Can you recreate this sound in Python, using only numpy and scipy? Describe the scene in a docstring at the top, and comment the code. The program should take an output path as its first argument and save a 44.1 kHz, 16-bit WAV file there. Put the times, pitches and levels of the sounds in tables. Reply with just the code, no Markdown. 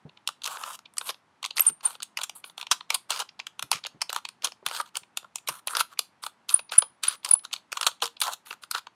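"""A hollow plastic puzzle is turned in two hands close to a small microphone in a quiet, furnished room.
Its pieces click (chatter bursts ringing the shell's modes), scrape along their tracks (gritty noise through
the same modes) and now and then squeak (short near-sines). The table is bumped softly (damped low swings with
puffs of noise). A faint echo of decaying noise follows the puzzle, over steady shaped background noise."""
import sys
import numpy as np
from scipy import signal
from scipy.fft import rfft, irfft, next_fast_len
from scipy.io import wavfile
from scipy.ndimage import uniform_filter1d, map_coordinates

SR = 44100
rng = np.random.default_rng(int(sys.argv[2]) if len(sys.argv) > 2 else 0)


def dump_mix(stems):
    """Bounce the given channels to the path in sys.argv[1] as a 16-bit WAV at rate SR."""
    frames = np.atleast_2d(stems).T  # one column per channel
    limited = np.clip(frames, -1, 1)  # hard clip at full scale
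    pcm = np.round(limited * 32767).astype(np.int16)
    wavfile.write(sys.argv[1], SR, pcm)


def gain_from_decibels(decibels):
    """Convert decibel values to linear amplitude factors."""
    exponent = np.asarray(decibels, float) / 20
    return 10 ** exponent


N = 394681

# background noise spectrum, before its overall level is set: pitch_hz, level_db (per Hz, relative)
FLOOR_SPECTRUM = [(40, -32), (85, -7.5), (200, -4.5), (500, -14), (900, -6.5), (2000, -15.5), (7000, -31),
                  (11000, -35.5), (14000, -62)]
# soft table bumps: start_s, level_db, pitch_hz, swing_t60_s
TABLE_BUMPS = [(0.051, -28.5, 152.6, .074), (1.695, -35.5, 161, .074), (3.631, -37.5, 131, .074),
               (3.743, -37, 158, .074), (3.943, -39, 150, .074), (3.965, -46.5, 140, .074),
               (4.625, -46, 383, .074), (4.665, -43, 144.7, .08), (5.007, -50, 159, .074),
               (5.497, -38.5, 142, .074), (8.026, -33.5, 468, .16)]
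# contacts between pieces: start_s (the first touch), level_db (peak of the middle modes, before the bass loss),
# body_db and treble_db (peaks relative to the middle), chatter_ms (optional, where pieces drag)
PIECE_CLICKS = [(0.0948, -40.5, -11, -74), (0.174, -40, -13, -61), (0.2754, -10, -22, -12.5),
                (0.289, -20, -3, -13.5), (0.4197, -29.5, -17, -24), (0.4364, -24.5, -28, -14),
                (0.4424, -19.5, -39, -16), (0.4554, -21.5, -23, -15), (0.461, -16, -17.5, -10),
                (0.4755, -23, -5.5, -1), (0.5709, -29.5, 1, -28.5), (0.637, -23, -1, -25.5),
                (0.791, -35.5, -5, -18), (0.8588, -36, -16, -88), (0.9381, -52.5, -1, 11),
                (0.97, -30.5, -5.5, -6), (0.9821, -17.5, -17.5, 4), (1.0126, -23, -2.5, -29),
                (1.0924, -18.5, -6, -43.5), (1.1, -22, -9, -23.5), (1.1053, -24, -12, -28.5),
                (1.144, -38.5, -9, -27), (1.4288, -22.5, -8, -11.5), (1.4421, -17.5, -17, -25),
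                (1.4494, -17, -10, -21), (1.4605, -19.5, -15, -5), (1.5082, -21, -18.5, -40),
                (1.5688, -20.5, -27, -8), (1.5747, -19, -15, -7.5), (1.5817, -13.5, -13, -4.5),
                (1.5956, -13, -10.5, 2.5), (1.8076, -43.5, -2.5, -19.5), (1.9061, -35, -2, -22.5),
                (1.9527, -32.5, -8.5, -37.5), (2.0035, -31.5, -4, -28), (2.0227, -24.5, -14.5, -15.5),
                (2.0298, -20, -21, -2.5), (2.1724, -15.5, -16.5, -15.5, 4), (2.1884, -23, -4, -18),
                (2.2152, -19, -10.5, -10), (2.234, -18.5, -14, -7, 7), (2.2958, -22.5, -11.5, -13.5),
                (2.4418, -25.5, -8, -37), (2.4982, -36.5, -11, -31), (2.5792, -23, -10, -17.5),
                (2.613, -19, -19, -21), (2.6285, -24, -7, -35), (2.6686, -25, -13, -27),
                (2.7131, -7, -5.5, -10, 10), (2.8086, -27, -6, -53), (2.9039, -11, -10.5, -14.5),
                (2.9436, -15, -19.5, 1, 7), (3.0984, -31.5, -7, -6), (3.1053, -12, -10, -7),
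                (3.1183, -21, -22, -37), (3.123, -20, -23, -28.5), (3.192, -23, -10, -5, 5),
                (3.2, -18.5, -9.5, -15, 9), (3.2208, -28, 2, -23.5), (3.2908, -34.5, -25, -40),
                (3.3933, -27.5, -7.5, -30), (3.3996, -20.5, -22, -32), (3.468, -22.5, -9, -14.5),
                (3.5939, -20, -10, -12), (3.6254, -17, -8, -5), (3.7157, -8.5, -5, 1),
                (3.84, -25.5, -33, -51.5), (3.8492, -24.5, -8.5, -33.5), (3.8615, -22, -24, -61),
                (3.8667, -23, -8, -12.5), (4.009, -31.5, -9.5, -26.5), (4.0168, -12.5, -12, -8.5, 6),
                (4.095, -19.5, -11, -27), (4.1019, -24, -3.5, -2), (4.129, -22, -0.5, 0.5),
                (4.147, -28.5, -5, -10.5), (4.1622, -18, 3, -6.5), (4.2516, -18.5, -12.5, -27),
                (4.2886, -27.5, -12, -5), (4.4225, -31, -26, -17.5), (4.445, -11, -14.5, -5.5, 10),
                (4.4715, -22, -13, -31.5), (4.5209, -29, -10, -20), (4.6637, -14, -7, -5.5),
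                (4.6768, -25, -15, -19.5), (4.6865, -26, -10, -2), (4.696, -30, -8, -30),
                (4.712, -26, 4, -9), (4.7995, -28.5, 13, -10, 8), (4.812, -28, -10, 3),
                (4.9554, -19, -18.5, -11.5), (4.9693, -17.5, -18, 1.5), (5.034, -40, -11, -43.5),
                (5.1726, -14, -14, -6.5), (5.2294, -48.5, 6, -23), (5.2453, -45, 8.5, -27),
                (5.3576, -18.5, -13.5, -4.5), (5.3832, -35.5, -17, -9), (5.4745, -20, -27, -16),
                (5.486, -17, -6, 0, 7), (5.673, -17, -9.5, 2.5), (5.681, -19.5, -11, -23),
                (5.7505, -18, -2, -14.5, 5), (5.7688, -12, -7, 1), (5.794, -21, -10, -8),
                (5.803, -15, -11, -5, 10), (5.975, -38, -15, -40, 4), (5.9914, -9, -12.5, -3.5),
                (6.2367, -22, -5.5, -15.5), (6.2643, -22, -1.5, -7), (6.4923, -14.5, -28, -20),
                (6.502, -19.5, -25.5, -18), (6.5923, -26, -6.5, -30.5), (6.6943, -34, -14.5, -50),
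                (6.7207, -18, -8, -28), (6.7321, -33.5, -0.5, -15.5), (6.791, -26.5, -4.5, -13),
                (6.8231, -20, -0.5, -45.5), (7.0355, -15.5, -13.5, -4, 7), (7.0523, -20.5, -16, -15.5),
                (7.232, -40, -11.5, -40), (7.2477, -15, -21.5, -5), (7.2603, -23, -6.5, -16),
                (7.2898, -23.5, -9, 1), (7.3127, -23, -6.5, -0.5), (7.3937, -42, -26, -16),
                (7.451, -25, -6, -21), (7.513, -39, -11, -36.5), (7.5298, -16.5, -25, -21.5, 6),
                (7.537, -16, -12.5, -10), (7.5632, -25.5, -34, -34), (7.7197, -24, -12, -11),
                (7.7274, -18, -4.5, -5.5), (7.7712, -19, -2.5, -16.5, 5), (7.8115, -14.5, -7.5, -5),
                (7.8292, -16, -5, -10, 5), (7.845, -27, -8, -30), (7.8662, -7, -6, -12, 8),
                (7.915, -34, -10, -40), (8.0047, -41, -17.5, -37), (8.0213, -11.5, -9.5, -18, 8),
                (8.0395, -19, -15, -8, 5), (8.056, -19, -12, -15, 4), (8.066, -25, -15, -10),
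                (8.077, -27, -10, -12), (8.1694, -35.5, -14, -48.5), (8.2034, -26, -17, 3.5),
                (8.2152, -11, -9, -3, 8), (8.2387, -18, -8, -21), (8.269, -25.5, -12, -5),
                (8.2791, -24.5, -1, -6), (8.4612, -42, -14.5, -34.5), (8.5084, -24, -5, -45),
                (8.5279, -31.5, 2.5, -14.5), (8.6362, -30, -2.5, -25), (8.7124, -16.5, -7.5, -1.5),
                (8.7212, -28, -14, -23.5), (8.7481, -18.5, -2, -37.5), (8.7817, -23, -6.5, -22),
                (8.8695, -32, 1.5, -34)]
# shell and piece resonances, grouped as body, middle and treble:
# pitch_hz (before detuning), width_hz (before damping), level_db (before scatter)
SHELL_MODES = [
    [(528, 290, -13.5), (985, 230, -1), (1385, 311, -1)],
    [(2477, 856, 1), (3840, 2660, 3), (4762, 900, 1.5), (6580, 810, -11)],
    [(8740, 1100, 6.5), (10770, 1900, 3), (12400, 2700, -3.5), (14300, 6500, -10)],
]
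# decay of the room's echo: pitch_hz, t60_s
ROOM_DECAY = [(600, 0.17), (4000, .19), (10000, 0.18), (15000, 0.15)]
# sliding strokes: start_s, end_s, level_db (mid-stroke, before grit and bass loss),
# gain_db (rise from start to end), treble_db (relative to the middle)
TRACK_SLIDES = [(0.437, 0.57, -42.5, 7, -5.5), (0.578, 0.757, -44.5, 4.5, -4),
                (0.957, 1.108, -53.5, 32.5, 2.5), (1.561, 1.702, -47, 0.5, 7),
                (1.834, 1.961, -48.5, -19.5, 2), (2.181, 2.248, -51, 10, -12.5),
                (2.353, 2.406, -64.5, -13, 13.5), (2.447, 2.525, -63, -14, 5),
                (2.577, 2.64, -56, -11, -5.5), (2.714, 2.756, -45.5, -16.5, -7),
                (2.919, 2.959, -39, 0.5, -10), (3.095, 3.225, -40.5, 4, -5),
                (3.726, 3.791, -40, -22.5, -13), (4.083, 4.185, -53, 30.5, -37),
                (4.434, 4.488, -41.5, -10.5, -30.5), (4.655, 4.813, -44, 15.5, -5),
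                (4.853, 4.891, -55.5, -2, -23), (4.945, 4.976, -47.5, 14.5, -30),
                (5.474, 5.599, -49, -18.5, 1), (5.687, 5.737, -44.5, 5, 1.5), (5.717, 5.813, -42.5, 41, -4),
                (5.9, 5.94, -59, 0, -15), (6.226, 6.3, -52, -20.5, -2), (6.49, 6.601, -46, -19, 1.5),
                (6.717, 6.847, -53, -33.5, -2.5), (7.029, 7.159, -43.5, -5.5, -5.5),
                (7.24, 7.358, -47, 0, -6), (7.438, 7.456, -55, 3, 0), (7.523, 7.594, -52, -18, -11),
                (7.747, 7.895, -47.5, 14.5, -5.5), (8.022, 8.083, -43, -28, -4.5),
                (8.228, 8.345, -38, -9.5, -10.5), (8.457, 8.539, -52.5, 3.5, -4), (8.62, 8.65, -59, 0, 3),
                (8.739, 8.793, -39, -3, -8)]
# stick-slip squeaks: centre_s, level_db (peak, before the bass loss), pitch_hz (at the centre),
# length_ms (between the half-amplitude points)
EDGE_SQUEAKS = [(1.608, -7.5, 12670.0, 5.2), (1.62, -21.5, 8600, 6.9), (1.6695, -8.5, 9020, 6.6),
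                (1.6796, -10.5, 8930, 5.7), (1.6858, -13, 8910, 7.8), (1.8594, -13, 9030, 12),
                (6.5445, -4, 9680, 5.7), (6.7861, -1, 9830, 8), (7.085, -10.5, 9740, 6.4),
                (7.3137, -5.5, 9860, 5.3), (7.3393, -4, 10070, 6.3)]


def unit(x):
    """Scale to rms 1 along the last axis."""
    return x / np.sqrt(np.mean(x ** 2, axis=-1, keepdims=True) + 1e-20)


def along(points, hz):
    """Read a curve of (Hz, value) points on a log frequency axis."""
    point_hz, value = np.transpose(points)
    return np.interp(np.log(hz + 1), np.log(point_hz + 1), value)


def wobble(rate):
    """A smooth random curve with rate knots a second."""
    knots = rng.standard_normal(int(N * rate / SR) + 4)
    return map_coordinates(knots, [np.arange(N) * rate / SR])


def filtered(x, response):
    """Filter x by a complex response of frequency."""
    size = next_fast_len(x.shape[-1] + 2048)
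    spectrum = rfft(x, size) * response(np.fft.rfftfreq(size, 1 / SR))
    return irfft(spectrum, size)[..., :x.shape[-1]]


def skirt(f, hz):
    """Causal two-pole fall below hz, 6 dB down at hz / 2."""
    return (1j * f / (1j * f + hz / 2)) ** 2


def ringing(modes, scatter_db, detune, damping=1):
    """Causal response of a group of damped modes, each at a new strength and slightly new pitch."""
    hz, width, db = np.transpose(modes)[:, :, None]
    hz = hz * (1 + detune * rng.standard_normal(hz.shape))
    width = width * damping
    alternating = (-1) ** np.arange(len(hz))[:, None]
    gain = gain_from_decibels(db + scatter_db * rng.standard_normal(db.shape)) * alternating
    return lambda f: np.sum(gain * 1j * f * width / (hz * hz - f * f + 1j * f * width), axis=0)


def add(track, s, sound):
    """Mix a sound into the track at s seconds."""
    part = track[max(round(s * SR), 0):][:len(sound)]
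    part += sound[:len(part)]


def floor():
    """Room and microphone noise: shaped random noise whose level drifts slightly."""
    noise = filtered(rng.standard_normal(N), lambda hz: gain_from_decibels(along(FLOOR_SPECTRUM, hz)))
    level_db = -66 + 0.4 * wobble(1.7)
    return gain_from_decibels(level_db) * unit(noise)


def bumps():
    """Dull low knocks: each is a damped swing and a puff of low noise."""
    out, t = np.zeros(N), np.arange(SR // 5) / SR
    for s, db, hz, t60 in TABLE_BUMPS:
        low_band = lambda f: skirt(f, hz) / (1 + 1j * f / (3.6 * hz)) ** 4
        puff = unit(filtered(rng.standard_normal(len(t)), low_band))
        swing = gain_from_decibels(-60 * t / t60) * np.sin(2 * np.pi * hz * t)
        knock = swing + 0.62 * gain_from_decibels(-60 * t / .074) * puff
        onset = 1 - np.exp(-t * hz / 1.2)
        add(out, s, gain_from_decibels(db) * onset * knock)
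    return out


def clicks():
    """Each contact is a few milliseconds of chatter that rings the shell."""
    # usual chatter at -20 dB; louder contacts last longer, and each differs by chance
    contact_ms, longer_db_per_db, uneven_db = 2.2, 0.08, 2.2
    out, t = np.zeros(N), np.arange(-512, 1536) / SR
    after, before = np.maximum(t, 0), np.maximum(-t, 0)
    for s, db, body_db, treble_db, *drag_ms in PIECE_CLICKS:
        length_db = longer_db_per_db * (db + 20) + uneven_db * rng.standard_normal()
        usual_ms = contact_ms * gain_from_decibels(length_db)
        span_s = (drag_ms[0] if drag_ms else usual_ms) / 1000
        hard = gain_from_decibels(min(treble_db + 12, 0) / 3)  # 1 for a hard contact, towards 0 for a soft one
        push = np.exp(-before * (hard + .2) / .00055 - (after / span_s) ** 1.45)
        # the piece creeps in and settles
        creep = (gain_from_decibels(-26) + gain_from_decibels(-21) * (t > 0)) * np.exp(-before / .004 - after / .009)
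        push = push + creep
        for modes, over_db in zip(SHELL_MODES, (body_db, 0, treble_db)):
            chatter = push * rng.standard_normal(len(t))
            chatter[t == 0] = 3 * hard  # the first touch is a sharp snap
            shell = ringing(modes, scatter_db=3.5, detune=0.045, damping=.45 + .7 * hard)
            edge_hz = modes[-1][0] * 2.5 * (.1 + .9 * hard)  # a soft contact drives the upper modes less
            response = lambda f: shell(f) * skirt(f, modes[0][0]) / (1 + 1j * f / edge_hz) ** 4
            ring = filtered(chatter, response)
            add(out, s + t[0], gain_from_decibels(db + over_db) * ring / np.abs(ring).max())
    return out


def room(x):
    """Reverberation that dies by frequency; the hands move, so every 50 ms meets a new tail."""
    out, step = np.zeros(N + SR), SR // 20
    for i in range(0, N, step):
        hz, t, z = signal.stft(rng.standard_normal(SR // 3), SR, nperseg=128)
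        decay = gain_from_decibels(-60 * t / along(ROOM_DECAY, hz)[:, None])
        tail = signal.istft(z * decay, SR, nperseg=128)[1]
        echo = signal.fftconvolve(x[i:i + step], tail / np.linalg.norm(tail))
        add(out, i / SR + 0.0079, echo)
    return out[:N]


def slides():
    """Rough plastic on plastic: gritty noise through the same shell, held a little differently each stroke."""
    slips_per_s, slip_db = 280, 10  # sudden slips, and the largest before each mode group's share
    out = np.zeros(N)
    catches = (rng.random(N) < slips_per_s / SR) * slip_db * rng.random(N)
    slips = signal.lfilter([1], [1, -np.exp(-1 / (.0018 * SR))], catches).clip(max=slip_db)
    shared_db = np.outer([.9, 1, .55], 1.6 * wobble(45) + slips)  # body, middle, treble
    grit_db = shared_db + [2 * wobble(300), 2 * wobble(400), wobble(400)]
    grit_db = grit_db + 2.5 * np.array([wobble(25), wobble(25), wobble(25)])  # the colour shifts
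    noise = rng.standard_normal((3, N))
    rub = unit(gain_from_decibels(grit_db) * noise)
    for start, end, scrape_db, gained_db, treble_db in TRACK_SLIDES:
        span = slice(round(start * SR) - 512, round(end * SR) + 1024)
        part = (np.arange(N)[span] / SR - start) / (end - start)  # 0 to 1 through the stroke
        level = gain_from_decibels(scrape_db + gained_db * (part - .5)) * (part > 0) * (part < 1)
        # soften both ends over about 18 ms
        level = uniform_filter1d(uniform_filter1d(level, size=400), size=400)
        bands = zip(SHELL_MODES, (1.5, 0, treble_db), rub[:, span], noise[:, span])
        for modes, over_db, gritty, even in bands:
            shell = ringing(modes, scatter_db=2.5, detune=.05)

            def response(f):
                """Shell modes within a band, with a treble lift."""
                band = skirt(f, modes[0][0]) / (1 + 1j * f / (2 * modes[-1][0])) ** 2
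                return shell(f) * band * (1 + 1j * f / 9000) ** 1.4

            scrape = filtered(level * gritty, response) / filtered(even, response).std()
            add(out, span.start / SR, gain_from_decibels(over_db) * scrape)
    return out


def squeaks():
    """A piece edge sings while it grips: a swelling near-sine."""
    out, t = np.zeros(N), np.arange(-1024, 1024) / SR
    for s, db, hz, ms in EDGE_SQUEAKS:
        phase = 2 * np.pi * hz * (t + .4 * t * t)  # the pitch rises slightly
        jitter = uniform_filter1d(.04 * rng.standard_normal(len(t)), size=24)
        phase = phase + np.cumsum(jitter)  # the grip is unsteady
        swell = np.exp(-np.log(2) * np.abs(2000 * t / ms) ** 3)
        add(out, s + t[0], gain_from_decibels(db) * swell * np.sin(phase))
    return out


def scene():
    """The puzzle, its echo, the bumps and the background; so small a shell radiates no bass."""
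    puzzle = filtered(clicks() + slides() + squeaks(), lambda f: skirt(f, hz=510))
    echo = gain_from_decibels(-19.5) * room(puzzle)
    return (puzzle + echo + bumps() + floor())[None]


def top_cut(x):
    """Nothing passes above the cut-off."""
    return signal.sosfilt(signal.butter(12, 16460, fs=SR, output="sos"), x)


def record(dry):
    """The microphone input rounds off the loudest peaks, and its response fades towards both band ends."""
    rounded = dry / (1 + np.abs(dry / .93) ** 7) ** (1 / 7)
    colour = lambda hz: skirt(hz, hz=150) / (1 + (hz / 15350) ** 40)
    return top_cut(filtered(rounded, colour))


dry = scene()
out = record(dry)
dump_mix(out)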